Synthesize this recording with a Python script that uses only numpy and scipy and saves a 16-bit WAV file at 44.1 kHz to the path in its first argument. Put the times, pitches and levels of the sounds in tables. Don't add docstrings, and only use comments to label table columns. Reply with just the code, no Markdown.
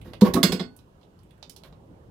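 import sys
import numpy as np
from scipy import signal
from scipy.fft import rfft, irfft
from scipy.io import wavfile
from scipy.ndimage import uniform_filter1d

SR = 44100
rng = np.random.default_rng(int(sys.argv[2]) if len(sys.argv) > 2 else 0)


def invert_db(level):
    return 10 ** (np.asarray(level, dtype=float) / 20)


def generate_wav(signal):
    frames = np.transpose(np.atleast_2d(signal))
    scaled = np.clip(frames, -1, 1) * 32767
    pcm = np.round(scaled).astype(np.int16)
    wavfile.write(sys.argv[1], SR, pcm)


N = 92610

# (frequency [Hz], level [dB], decay t60 [s])
CASING_MODES = [(177.1, 2.5, 0.27), (217.1, -1.5, .2), (248, -0.5, 0.41), (278, -3, 0.39), (344.3, 1, 0.21),
                (388.6, 2, 0.13), (433.3, -7.5, 0.4), (498.1, -4.5, 0.14), (570, -5, .08),
                (674, -10.5, 0.27), (777, -11.5, .05), (941.2, -10.5, 0.052), (1084.5, -6, 0.04),
                (1222, -20.5, .1)]


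def evened(x):
    return x / np.sqrt(np.mean(x ** 2) + 1e-20)


def read(points, hz):
    f, value = np.transpose(points)
    return np.interp(np.log(hz + 1), np.log(f + 1), value)


def add(mix, s, sound):
    part = mix[..., round(s * SR):][..., :sound.shape[-1]]
    part += sound[..., :part.shape[-1]]


def colour(x, points):
    hz = np.fft.rfftfreq(x.shape[-1], 1 / SR)
    return irfft(rfft(x) * invert_db(read(points, hz)), x.shape[-1])


def ring(modes, tilt_db=0., spread_db=1.5, length=0.39):
    hz, db, t60 = np.transpose(modes)[..., None]
    t = np.arange(round(length * SR)) / SR
    level = db + tilt_db * np.log2(hz / hz[0]) + spread_db * rng.standard_normal(hz.shape)
    size = invert_db(level) * np.sign(rng.standard_normal(hz.shape))
    decay = np.log(1000) / np.maximum(t60, .01)
    partials = size * np.exp(t * (2j * np.pi * hz - decay)).imag
    return partials.sum(0) * (1 - (t / length) ** 4)


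def burst(hold_s, t60, tail_db, tail_t60):
    t = np.arange(SR // 4) / SR
    rise = np.minimum(t / .0015, 1)
    fall = invert_db(-60 * np.maximum(t - hold_s, 0) / t60)
    return rise * (fall + invert_db(tail_db - 60 * t / tail_t60))


def rumble(patchy_db=2.):
    # (frequency [Hz], level [dB])
    spectrum = [(26, -42.5), (45, -4.5), (161, -8), (191, -13.5), (506, -17.5), (641, -22.5), (912, -23),
                (2500, -41), (3250, -77.5), (5500, -120)]
    # (frequency [Hz], correlation [-])
    likeness = [(60, 0.93), (240, 0.93), (950, -0.21), (3770, -0.9), (15000, -2.8)]
    # (frequency [Hz], left over right [dB])
    balance = [(60, -0.5), (240, 0.5), (950, -8), (3770, -9.5), (15000, -3.5)]
    # (time [s], low rumble gain [dB])
    activity = [(0, 12.5), (.2, 10), (.3, 20), (.5, 12.5), (0.748, 3.5), (1.3, 3.5), (1.6, 7), (1.802, 8.5),
                (2.1, 6.5)]
    level_db, busy_hz = -56.5, 900
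    frames, hz = N // 256 + 5, np.fft.rfftfreq(1024, 1 / SR)
    a, b, c, d, patches = rng.standard_normal((frames, 513, 5)).T
    patches = uniform_filter1d(patches, size=8, axis=0)
    patches = evened(uniform_filter1d(patches, size=10, axis=1))
    same = np.clip(read(likeness, hz), -1, 1)[:, None]
    left = a + 1j * b
    right = same * left + np.sqrt(1 - same ** 2) * (c + 1j * d)
    pan = read(balance, hz)[:, None] / 2
    gain = invert_db(read(spectrum, hz)[:, None] + patchy_db * patches + np.array([pan, -pan]))
    z = np.array([left, right]) * gain
    swell = np.interp(np.arange(frames) * 256 / SR, *np.transpose(activity))
    swell = swell / (1 + (hz[:, None] / busy_hz) ** 2)
    calm = signal.istft(z, nperseg=1024, noverlap=768)[1]
    busy = signal.istft(z * invert_db(swell), nperseg=1024, noverlap=768)[1]
    return invert_db(level_db) * busy[:, :N] / np.std(calm)


def hiss():
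    # (frequency [Hz], level [dB])
    spectrum = [(1470, -38), (2500, 0), (2860, 4), (4780, -3.5), (14600, -10.5), (16200, -17)]
    port_db = -73 + np.array([[-4], [0]])
    return invert_db(port_db) * evened(colour(rng.standard_normal((2, N)), spectrum))


def room(x):
    # (frequency [Hz], decay t60 [s])
    room_t60 = [(150, 0.48), (1000, .25), (4000, 0.15), (12000, 0.15)]
    wet_db = [-13.5, -7]
    # (frequency [Hz], level [dB])
    far_side = [(200, -14.5), (600, 1.5), (2000, 0.5), (5000, -7.5), (9000, -19), (15000, -3)]
    # (frequency [Hz], level [dB])
    near_side = [(200, -14), (600, -3), (2000, 5.5), (15000, 2)]
    taps = np.zeros((2, SR // 2))
    jitter = rng.integers(0, 20, (2, (SR // 2 - 161) // 20))
    at = np.arange(160, SR // 2 - 20, 20) + jitter
    np.put_along_axis(taps, at, rng.choice([-1., 1.], at.shape), 1)
    hz, t, z = signal.stft(taps, SR, nperseg=256)
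    t60 = np.maximum(read(room_t60, hz), .03)[:, None]
    tail = signal.istft(z * invert_db(-60 * t / t60), SR, nperseg=256)[1]
    wet = signal.fftconvolve(x[None], tail / np.linalg.norm(tail[0]), axes=1)[:, :N]
    wet = wet * invert_db(np.array(wet_db))[:, None]
    return np.array([colour(wet[0], far_side), colour(wet[1], near_side)])


def tick(db, hz, low_db, top_db):
    shape = burst(hold_s=0.0012, t60=.03, tail_db=-15, tail_t60=.15)
    noise = rng.standard_normal((3, len(shape)))
    band = [(800, -40), (hz * .6, -8), (hz, 0), (hz * 1.284, -6), (hz * 2.27, -26), (30000, -50)]
    treble = [(5000, -10), (9500, 8.5), (12000, 4), (16000, -4)]
    dull = [(250, -28), (600, 7), (1500, -12.5), (4000, -37)]
    snap = evened(colour(noise[0], band)) + invert_db(top_db) * evened(colour(noise[1], treble))
    low = evened(colour(noise[2], dull))
    port_db = np.array([[-29.5], [0]])
    return invert_db(db + 1) * shape * (snap * invert_db(port_db) + invert_db(low_db) * low)


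def scrape(length, casing_db, tilt_db, grit_db, slips_per_s=1500, size_db=4.5):
    # (frequency [Hz], level [dB])
    grit_spectrum = [(880, -30), (1500, -9), (2230, -16), (4640, -18.5), (8160, -32), (12900, -20.5),
                     (16000, -31)]
    t = np.arange(SR // 4) / SR
    arch = np.sin(np.pi * np.clip(t / length, 0, 1) ** 0.44) ** 2
    size = invert_db(size_db * rng.exponential(1, len(t)))
    happens = rng.random(len(t)) < slips_per_s / SR
    slips = size * happens * rng.choice([-1., 1.], len(t))
    body = ring(CASING_MODES, tilt_db, length=.15)
    rung = signal.fftconvolve(slips * arch, body)[:len(t)]
    rough = 1 + uniform_filter1d(abs(evened(slips)), size=60)
    grit = evened(colour(rng.standard_normal(len(t)) * rough, grit_spectrum))
    return 3 * invert_db(casing_db) * rung / abs(rung).max() + invert_db(grit_db) * arch * grit


def shake(thump_hz, thump_db, casing_db, tilt_db):
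    rise_s, hold_s, t60_s, rattle_s = .007, 0.02, 0.057, 0.0065
    t = np.arange(SR // 3) / SR
    turn = 2 * np.pi * thump_hz * t
    rise = np.sin(np.pi / 2 * np.minimum(t / rise_s, 1))
    swell = rise * invert_db(-60 * np.maximum(t - hold_s, 0) / t60_s)
    thump = swell * (np.sin(turn) + invert_db(-15) * np.sin(2.4 * turn))
    jolts = rng.standard_normal(len(t)) * np.exp(-t / rattle_s)
    rattle = signal.fftconvolve(ring(CASING_MODES, tilt_db), jolts / np.linalg.norm(jolts))[:len(t)]
    return invert_db(casing_db - 7) * rattle - invert_db(thump_db) * thump


def cloud(count=60):
    hz = np.exp(rng.uniform(np.log(1000), np.log(15500), count))
    t60 = .13 * (hz / 4000) ** -.4 * rng.uniform(.5, 0.84, count)
    return list(zip(hz, -21 + 4 * rng.standard_normal(count), t60))


def jack_modes():
    # (frequency [Hz], level [dB], decay t60 [s])
    faint = [(867, -30, .5), (1911, -26, .35), (3171, -18, .2), (6067, -18, .16), (6493, -18, .15),
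             (7574, -19, .15), (8807, -14, .06), (11300, -18, .1), (13213, -16, .12), (14600, -18, .1)]
    arm_hz = [1485, 2111, 2258, 2643, 2825, 3376, 3668, 4199, 4421, 4985, 5206, 5375, 7000, 7834]
    # (level [dB], decay t60 [s])
    arm = [(-18, .5), (-11, .1), (-13, .1), (-16, .3), (-15, .17), (8, .045), (-12, .3), (-1, .13),
           (-8, .27), (2, .135), (-8, .12), (-7, .12), (-11, .2), (-5, .13)]
    return faint + cloud() + [(hz, *row) for hz, row in zip(arm_hz, arm)]


def knock(modes, crack_db, tilt_db, steel_db):
    # (frequency [Hz], level [dB])
    crack_spectrum = [(290, -39), (500, -7.5), (2850, -13.5), (3440, -6.5), (3920, -3.5), (6700, -13.5),
                      (14700, -13.5), (16000, -23)]
    struck = [(hz, db + tilt_db * max(np.log2(hz / 4000), 0), t60) for hz, db, t60 in modes]
    out = invert_db(steel_db + 0.5) * ring(struck, length=0.95)
    shape = burst(hold_s=0.0093, t60=0.016, tail_db=-24, tail_t60=0.037)
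    tilted = [(hz, db + tilt_db * max(np.log2(hz / 3000), 0)) for hz, db in crack_spectrum]
    crack = evened(colour(rng.standard_normal(len(shape)), tilted))
    add(out, 0, invert_db(crack_db - 7) * shape * crack)
    return out


def scene():
    # (time [s], frequency [Hz])
    thumps = [
        (.2182, 204),
        (.345, 235),
        (.436, 186),
        (.5255, 188),
        (.601, 195),
    ]
    # (thump [dB], rattle [dB], rattle brightness [dB/octave])
    shakes = [
        (-2.5, -16, 3),
        (-20, -18.5, 2),
        (-11.5, -13, -5),
        (-19, -20, -1.5),
        (-28.5, -21, -1.5),
    ]
    # (time [s], crack [dB], brightness [dB/octave], steel ring [dB])
    knocks = [
        (0.2098, -18.5, -2.5, -57),
        (0.3369, -14.5, 1.5, -48),
        (0.4303, -6, 0.5, -17.5),
        (0.5205, -19, -2, -29.5),
        (0.5954, -25, -9.5, -38.5),
        (.611, -42, -10.5, -41.5),
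    ]
    # (time [s], length [s], casing [dB], brightness [dB/octave], grit [dB])
    scrapes = [
        (0.042, 0.12, -45.5, 2.5, -55.5),
        (0.243, 0.073, -24, 8, -33.5),
        (0.355, 0.043, -20, 6, -35),
        (0.471, 0.043, -31, 1.5, -48.5),
        (0.609, 0.04, -43, -8.5, -56),
        (1.638, 0.073, -54, 12, -56),
    ]
    # (time [s], peak [dB], centre [Hz], low knock re peak [dB], treble re peak [dB])
    tick_events = [(0.0134, -50, 2950, -7, -4), (0.1333, -38.5, 3330, 1, -14),
                   (0.7634, -48.5, 10720, -15, -28), (0.7885, -53.5, 4070, -8, -29),
                   (1.012, -61.5, 3745, 3.5, -25), (1.0301, -59, 4030, -9, -30),
                   (1.1893, -61.5, 4470, -3, -6.5), (1.2322, -65.5, 2740, -10, 2),
                   (1.3069, -56.5, 3000, -19, -6.5), (1.3788, -62.5, 1760, -25.5, -7),
                   (1.4267, -38.5, 3930, -7.5, -24), (1.4952, -41.5, 5250, -39, 0.5),
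                   (1.5623, -43.5, 4650, -11.5, -4), (1.635, -46, 3710, -9, -10.5),
                   (1.725, -57, 3690, 5.5, -26.5)]
    # (frequency [Hz], left over right [dB])
    shadow = [(60, 4), (150, -1), (380, -2), (950, -4.5), (2380, -11), (5980, -23.5), (15000, -31.5)]
    load, ticks, modes = np.zeros(N), np.zeros((2, N)), jack_modes()
    for (s, hz), row in zip(thumps, shakes):
        add(load, s, shake(hz, *row))
    settle_s, settle_db_per_s = 0.623, -250
    load = load * invert_db(settle_db_per_s * np.maximum(np.arange(N) / SR - settle_s, 0))
    for s, *row in knocks:
        add(load, s, knock(modes, *row))
    for s, *row in scrapes:
        add(load, s, scrape(*row))
    for s, *row in tick_events:
        add(ticks, s, tick(*row))
    left = colour(load, [(f, min(db, 0)) for f, db in shadow])
    right = colour(load, [(f, -max(db, 0)) for f, db in shadow])
    return np.array([left, right]) + ticks + room(load + ticks[1]) + rumble() + hiss()


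def low_pass(x):
    return signal.sosfilt(signal.butter(12, 16660, fs=SR, output="sos"), x)


def record(dry):
    low_cut = signal.butter(2, 45, "high", fs=SR, output="sos")
    cut = signal.sosfilt(low_cut, dry)
    edge = signal.firwin(511, 16300, window=("kaiser", 9), fs=SR)
    band = signal.oaconvolve(cut, edge[None], "same")
    return low_pass(np.clip(band, -1, 1))


dry = scene()
out = record(dry)
generate_wav(out)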